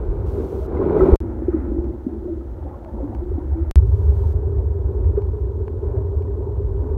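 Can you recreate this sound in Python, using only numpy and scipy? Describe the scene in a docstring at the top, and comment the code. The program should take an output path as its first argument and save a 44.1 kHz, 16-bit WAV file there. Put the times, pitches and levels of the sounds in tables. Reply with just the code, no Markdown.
"""Shallow surf, under water, heard from the microphone of a tumbling phone.
Eddies buffet the case with a deep rumble; churning water rings the air trapped at the microphone,
over a dull wash of foam. Two brief, abrupt silences part three stretches: in the first a wave
swells and breaks, in the second the case knocks on the sand and bubbles glug, the third churns on."""
import sys
import numpy as np
from scipy import signal
from scipy.fft import rfft, irfft, next_fast_len
from scipy.io import wavfile
from scipy.ndimage import uniform_filter1d

SR = 44100
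rng = np.random.default_rng(int(sys.argv[2]) if len(sys.argv) > 2 else 0)


def master(y):
    """Save y as 16-bit WAV."""
    cut = np.clip(np.atleast_2d(y).T, -1, 1)
    pcm = np.round(cut * 32767)  # scale
    wavfile.write(sys.argv[1], SR, pcm.astype(np.int16))


N = 307377
T = np.arange(N) / SR

# the stretches of sound: (start [s], end [s])
STRETCHES = [(0, 1.158), (1.204, 3.712), (3.758, 6.97)]
# rumble of the current past the case, a curve per stretch: (time [s], level [dB])
CURRENT_LEVELS = [
    [(0.0, -26), (0.26, -22), (0.48, -28), (0.64, -25.5), (1.16, -26.5)],
    [(1.2, -26.5), (1.85, -25), (2.02, -33.5), (2.62, -28.5), (2.84, -36.5), (3.0, -27.5), (3.71, -26.5)],
    [(3.76, -16.5), (4.45, -19), (5.2, -20), (5.7, -24.5), (6.1, -22), (6.37, -24.5), (6.55, -22),
     (6.97, -21)],
]
# spectrum of the buffeting, per stretch: (frequency [Hz], level [dB])
EDDY_SPECTRA = [
    [(12, -35), (35, -16), (65, -0.5), (90, -6.5), (135, -22.5), (200, -27.5), (600, -88.5)],
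    [(15, -43), (33, -18), (54, -2.5), (72, -0.5), (90, -10.5), (115, -14.5), (400, -86)],
    [(20, -67), (40, -24), (56, -3), (70, -2), (95, -5), (125, -17), (155, -29), (400, -96)],
]
# water between sloshes, a row per stretch: (churn [dB], foam [dB], fizz [dB], churn per current [dB/dB])
CALM_WATER = [(-32.5, -44, -56.5, 0.1), (-39, -49.5, -60.5, 0.8), (-32, -50, -63.5, -0.28)]
# water sloshing over the case, the largest being the breaking wave:
# (crest [s], half length [s], churn [dB], foam [dB], fizz [dB])
SLOSH_CRESTS = [(0.407, 0.042, -24, -42.5, -57), (0.546, 0.042, -28, -47, -61),
                (0.812, 0.074, -24.5, -38.5, -49.5), (1.059, 0.17, -15.5, -28, -41.5),
                (1.293, 0.16, -30, -46.5, -55.5), (1.59, 0.1, -27.5, -46, -51),
                (1.807, 0.13, -28.5, -48, -68), (2.118, 0.048, -31.5, -55, -65),
                (2.278, 0.12, -31, -70, -70.5), (2.726, .13, -43.5, -47, -61.5),
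                (3.06, 0.12, -34.5, -42.5, -68), (3.42, .1, -36, -51.5, -64.5),
                (3.654, 0.15, -40.5, -51.5, -58.5), (4.174, 0.21, -48.5, -48, -60),
                (4.51, 0.06, -31.5, -61.5, -66), (5.02, 0.21, -34.5, -51, -64.5),
                (5.18, 0.016, -27.5, -42, -52.5), (5.927, 0.099, -31.5, -44, -59.5),
                (6.403, 0.26, -36, -48.5, -73.5), (6.898, 0.12, -34.5, -45.5, -61)]
# resonances of the air trapped at the microphone, per stretch: (frequency [Hz], width [Hz], level [dB])
AIR_POCKET_MODES = [
    [(374.4, 141, 1), (243, 130, -10)],
    [(336.7, 69, -0.5), (239.7, 65, -5.5)],
    [(398, 60.5, 1), (283, 207, -13.5)],
]
# spectra of the foam and of its fizz, per stretch: (frequency [Hz], level [dB])
FOAM_SPECTRA = [
    [(70, -12.5), (140, 9.5), (500, 0), (700, -3), (880, -1), (1050, -6), (1400, -17.5), (2500, -58.5)],
    [(70, -12.5), (140, 4.5), (450, 1.5), (540, 6.5), (640, -2.5), (880, -1), (1120, -11.5), (2500, -57.5)],
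    [(70, -12), (160, 6.5), (560, 4.5), (700, -5), (950, 1.5), (1130, -10), (1400, -27.5), (2500, -55)],
]
FIZZ_SPECTRA = [
    [(800, -31), (1280, -1), (1500, -3), (1750, -14), (2400, -16), (2700, -25), (4200, -30), (6000, -57)],
    [(800, -36), (1300, 1.5), (1600, -6), (2000, -12), (2600, -24.5), (5000, -59.5)],
    [(800, -34.5), (1200, -1.5), (1500, -4), (1750, -11), (2500, -24.5), (5000, -56)],
]
# spells of stronger hiss: (start [s], end [s], first level [dB], last level [dB])
HISS_SPELLS = [(0.26, 0.668, -61, -60.5), (0.984, 1.168, -61.5, -63), (3.76, 4.335, -69, -62.5)]
# spectrum of the hiss: (frequency [Hz], level [dB])
HISS_SPECTRUM = [(500, 5.5), (2700, 5), (4400, 3), (5000, 0.5), (6200, 2), (7700, -2), (9000, -0.5),
                 (10400, -4), (12000, -1), (15500, -2.5)]
# slugs of water hitting the case: (time [s], level [dB], pitch [Hz], length [s])
WATER_THUMPS = [(.05, -13.5, 43.3, 0.098), (.755, -16, 75, .055), (1.005, -10, 61.7, 0.044),
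                (1.118, 0, 58.8, 0.034), (1.74, -18, 68.5, .14), (3.17, -20.5, 65, 0.06),
                (3.317, -15, 73.5, 0.055), (3.49, -14, 71.3, 0.081), (3.59, -13, 72.3, 0.065),
                (3.736, -0.5, 67.8, 0.079), (3.8, -7, 79.6, 0.058), (3.914, -10.5, 85.6, 0.055),
                (4.07, -8, 70.4, 0.058), (4.235, -12.5, 73.4, 0.07), (5.044, -11, 79.7, 0.073),
                (5.26, -12.5, 76.2, 0.073), (5.958, -10, 89.5, .042), (6.13, -16, 80.3, 0.14),
                (6.63, -20, 47, 0.17)]
# large bubbles swelling and ringing: (time [s], level [dB], pitch [Hz], length [s])
BUBBLE_GLUGS = [(.105, -26.5, 378, 0.037), (1.752, -18, 308, 0.034), (2.295, -19.5, 333, 0.055),
                (2.635, -30, 289, 0.052), (3.008, -23.5, 288.5, 0.08), (3.205, -24.5, 347, 0.047),
                (3.25, -24.5, 353, 0.047), (3.535, -22, 329, 0.11), (5.6, -22, 415, 0.027),
                (6.825, -29.5, 260, 0.057)]
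# small bubbles pinching off nearby: (time [s], level [dB], pitch [Hz])
BUBBLE_PLINKS = [(0.649, -41, 1305), (0.769, -39, 2060), (.814, -23, 1062), (1.007, -17, 1300),
                 (1.53, -36, 1270), (2.408, -44, 1280), (2.665, -31.5, 776), (2.741, -37, 1070),
                 (3.002, -25.5, 529), (3.402, -35.5, 957), (3.532, -38, 763), (4.237, -32, 920)]
# the case knocking on the bed: (time [s], level [dB], pitch [Hz], t60 [s])
BED_KNOCKS = [(0.796, -8, 370, 0.093), (1.009, -2.5, 375, 0.19), (1.086, -5, 343, 0.056),
              (1.214, -17, 337, 0.041), (1.421, -12, 341, 0.065), (1.4822, -3, 353, 0.058),
              (1.544, -9, 312, 0.085), (1.717, -8.5, 309, 0.058), (1.785, -9, 334, 0.067),
              (1.896, -11, 326, 0.028), (2.066, -6, 254, 0.049), (2.244, -20.5, 354, 0.19),
              (2.934, -25.5, 217, 0.24), (3.316, -13, 384, 0.047), (3.381, -11.5, 294, 0.049),
              (4.948, -18.5, 398, 0.052), (5.175, -9.5, 418, 0.079)]
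# snaps at the edges of the silences: (time [s], step [dB])
EDGE_SNAPS = [(1.1588, -23.5), (1.204, -32), (3.7115, -18.5), (3.758, -13.5)]
# faint, sharp ticks with a brief ring: (time [s], ring level [dB], brightness [dB/octave], click [dB])
SHARP_TICKS = [(1.843, -47, 3.5, -49), (2.847, -40, 2, -46), (3.149, -34.5, 0.5, -40),
               (4.586, -47, 3.5, -56), (5.044, -42, 0, -62.5), (5.22, -41.5, 2, -48),
               (5.6803, -30.5, -1.5, -49), (6.224, -43.5, 2.5, -47)]
# the brief ring of a sharp tick: (frequency [Hz], level [dB], t60 [s])
TICK_MODES = [(935, 4, 0.015), (1480, -5, 0.012), (2180, -4.5, 0.0075), (3240, -16, 0.0071),
              (4340, -22, 0.011)]


def gain_of(db):
    """Decibels to amplitude."""
    return 10 ** (np.asarray(db) / 20)


def add(mix, s, sound):
    """Mixes a sound in at time s."""
    part = mix[max(round(s * SR), 0):][:len(sound)]
    part += sound[:len(part)]


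def follow(curve):
    """A curve of (time, value) points, sample by sample."""
    return np.interp(T, *np.transpose(curve))


def gate(start, end, fade_s=0.0012):
    """One between start and end, zero outside."""
    inside = np.clip(np.minimum(T - start, end - T) / fade_s, 0, 1)
    return np.sin(np.pi / 2 * inside) ** 2


def coloured(x, spectrum):
    """Filters x by a spectrum and brings it to rms 1."""
    hz, db = np.transpose(spectrum)
    size = next_fast_len(len(x))
    bins_hz = np.fft.rfftfreq(size, 1 / SR)
    response = gain_of(np.interp(np.log(bins_hz + 1), np.log(hz), db))
    y = irfft(rfft(x, size) * response, size)[:len(x)]
    return y / y.std()


def steadied(x, window_s):
    """Holds the rms near 1 over the window and keeps the faster flutter."""
    size = int(window_s * SR)
    power = uniform_filter1d(uniform_filter1d(x ** 2, size), size // 2)
    return x / np.sqrt(abs(power) + 1e-12)


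def resonate(x, hz, width):
    """A two-pole resonance of gain 1."""
    return signal.lfilter(*signal.iirpeak(hz, hz / width, fs=SR), x)


def pops(per_s, spread_db):
    """Random clicks, many small and a few large."""
    size = gain_of(spread_db * np.minimum(rng.exponential(1, N), 4))
    return size * rng.choice([-1., 1.], N) * (rng.random(N) < per_s / SR)


def eddies(db, spectrum):
    """Turbulent pressure right on the case: a narrow, fluttering rumble."""
    return gain_of(db) * steadied(coloured(rng.standard_normal(N), spectrum), window_s=0.23)


def stirring(current_db, calm, start, end, reference_db=-26, foam_follow=0.2):
    """Levels of churn, foam and fizz: each varies with the current; sloshes swell and ebb on top."""
    *calm_db, churn_follow = calm
    shift_db = np.outer([churn_follow, foam_follow, foam_follow], current_db - reference_db)
    power = gain_of(np.array(calm_db)[:, None] + shift_db) ** 2
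    for crest, half_length, *levels_db in SLOSH_CRESTS:
        if start <= crest <= end:
            swell = np.exp(-((T - crest) / half_length) ** 2)
            power += np.outer(gain_of(levels_db) ** 2, swell)
    return 10 * np.log10(power)


def churn(db, modes, muffle_hz=900):
    """Collapsing bubbles ring the air trapped at the microphone; the water muffles the top."""
    ring = 0
    for hz, width, mode_db in modes:
        collapses = pops(per_s=1200, spread_db=3)
        ring += gain_of(mode_db) * resonate(resonate(collapses, hz, width), hz, width)
    ring = signal.sosfilt(signal.butter(2, muffle_hz, fs=SR, output="sos"), ring)
    return gain_of(db) * steadied(ring, window_s=0.14)


def foam(body_db, fizz_db, body_spectrum, fizz_spectrum, bubbles_db):
    """A dense crackle of bursting foam and rolling sand, dulled by the water, with single bubbles."""
    body = steadied(coloured(pops(per_s=1800, spread_db=3), body_spectrum), window_s=0.28)
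    fizz = steadied(coloured(pops(per_s=1600, spread_db=2), fizz_spectrum), window_s=0.13)
    wash = gain_of(4) * body + gain_of(bubbles_db) * bubbles()
    return gain_of(body_db) * wash + gain_of(fizz_db - 1.5) * fizz


def bubbles(low_hz=520, high_hz=2300, cycles=11, db_per_octave=-13, sizes=32):
    """Random bubbles of many sizes, each a dying tone; the small high ones are the most muffled."""
    out, t = np.zeros(N), T[:SR // 12]
    for hz in np.geomspace(low_hz, high_hz, sizes):
        tone = (1 - np.exp(-hz * t)) * np.exp(-hz * t / cycles) * np.sin(2 * np.pi * hz * t)
        ringing = signal.oaconvolve(pops(per_s=2, spread_db=5), tone)[:N]
        out += gain_of(db_per_octave * np.log2(hz / low_hz)) * ringing
    return out / out.std()


def hiss(floor_db):
    """A thin noise floor far below the water sounds, stronger for a few spells."""
    power = np.full(N, gain_of(floor_db) ** 2)
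    for start, end, first_db, last_db in HISS_SPELLS:
        spell_db = follow([(start, first_db), (end, last_db)])
        power += gate(start, end) * gain_of(spell_db) ** 2
    return np.sqrt(power) * coloured(rng.standard_normal(N), HISS_SPECTRUM)


def ticking(first_s, per_s=20, hz=3200, db=-59):
    """The phone's electronics tick, evenly and very faintly."""
    out, t = np.zeros(N), T[:SR // 700]
    tick = np.hanning(len(t)) * np.sin(2 * np.pi * hz * t)
    for s in np.arange(first_s, T[-1], 1 / per_s):
        add(out, s, gain_of(db) * tick)
    return out


def thumps_or_glugs(rows, glide):
    """A slug of water or a large bubble: a rounded burst whose pitch rises by the fraction glide."""
    out = np.zeros(N)
    for s, db, hz, length in rows:
        progress = np.linspace(0, 1, int(length * SR))
        turns = np.cumsum(hz * (1 + glide * (progress - 0.5))) / SR
        add(out, s, gain_of(db) * np.sin(np.pi * progress) ** 2 * np.sin(2 * np.pi * turns))
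    return out


def plinks(cycles=9, rise_s=0.0011):
    """A small bubble pinches off near the microphone and rings at its own pitch for a few cycles."""
    out, t = np.zeros(N), T[:SR // 8]
    for s, db, hz in BUBBLE_PLINKS:
        envelope = (1 - np.exp(-(t / rise_s) ** 2)) * np.exp(-hz * t / cycles)
        add(out, s, gain_of(db) * envelope * np.sin(2 * np.pi * hz * t))
    return out


def knocks(rise_s=0.0033):
    """Each soft blow of the case on the sand briefly rings the air trapped at the microphone."""
    out, t = np.zeros(N), T[:SR // 4]
    for s, db, hz, t60 in BED_KNOCKS:
        envelope = (1 - np.exp(-(t / rise_s) ** 2)) * gain_of(-60 * t / t60)
        add(out, s - rise_s / 2, gain_of(db) * envelope * np.sin(2 * np.pi * hz * t))
    return out


def sharp_ticks(rise_s=0.00029, click_s=0.00006):
    """Faint, sharp ticks: each a dry click with a brief ring, some brighter than others."""
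    out, t = np.zeros(N), T[:SR // 30]
    onset = 1 - np.exp(-(t / rise_s) ** 2)
    lowest_hz = TICK_MODES[0][0]
    for s, db, brightness, click_db in SHARP_TICKS:
        add(out, s + rise_s, gain_of(click_db) * np.exp(-t / click_s))
        for hz, mode_db, t60 in TICK_MODES:
            level_db = db + mode_db + brightness * np.log2(hz / lowest_hz)
            add(out, s, gain_of(level_db - 60 * t / t60) * onset * np.sin(2 * np.pi * hz * t))
    return out


def scene():
    """Mono, at the phone: each stretch has its own water; blows, bubbles and ticks fall within it."""
    thumps = thumps_or_glugs(WATER_THUMPS, glide=0.11)
    glugs = thumps_or_glugs(BUBBLE_GLUGS, glide=0.075)
    events = thumps + glugs + plinks() + knocks() + sharp_ticks()
    bubbles_db = [-8, -4.5, -8]  # single bubbles in the foam, by stretch
    hiss_db, first_tick_s = [-69.5, -70.6, -71.7], [0, 0.0415, 0.0205]
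    out = np.zeros(N)
    for k, (start, end) in enumerate(STRETCHES):
        current_db = follow(CURRENT_LEVELS[k])
        churn_db, foam_db, fizz_db = stirring(current_db, CALM_WATER[k], start, end)
        water = eddies(current_db, EDDY_SPECTRA[k]) + churn(churn_db, AIR_POCKET_MODES[k])
        froth = foam(foam_db, fizz_db, FOAM_SPECTRA[k], FIZZ_SPECTRA[k], bubbles_db[k])
        noise_floor = hiss(hiss_db[k]) + ticking(first_tick_s[k])
        out += gate(start, end) * (water + froth + events + noise_floor)
    return out[None]


def record(dry, snap_s=0.0034, band_limit_hz=15900):
    """The phone's track: a snap at each edge of a silence, rounded peaks and a band limit."""
    out = dry[0].copy()
    for s, db in EDGE_SNAPS:
        add(out, s, gain_of(db) * np.exp(-T[:SR // 20] / snap_s))
    out = out / (1 + out ** 12) ** (1 / 12)  # only peaks near full scale round off
    lowpass = signal.firwin(511, band_limit_hz, window=("kaiser", 9), fs=SR)
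    return signal.oaconvolve(out, lowpass, "same")[None]


dry = scene()
out = record(dry)
master(out)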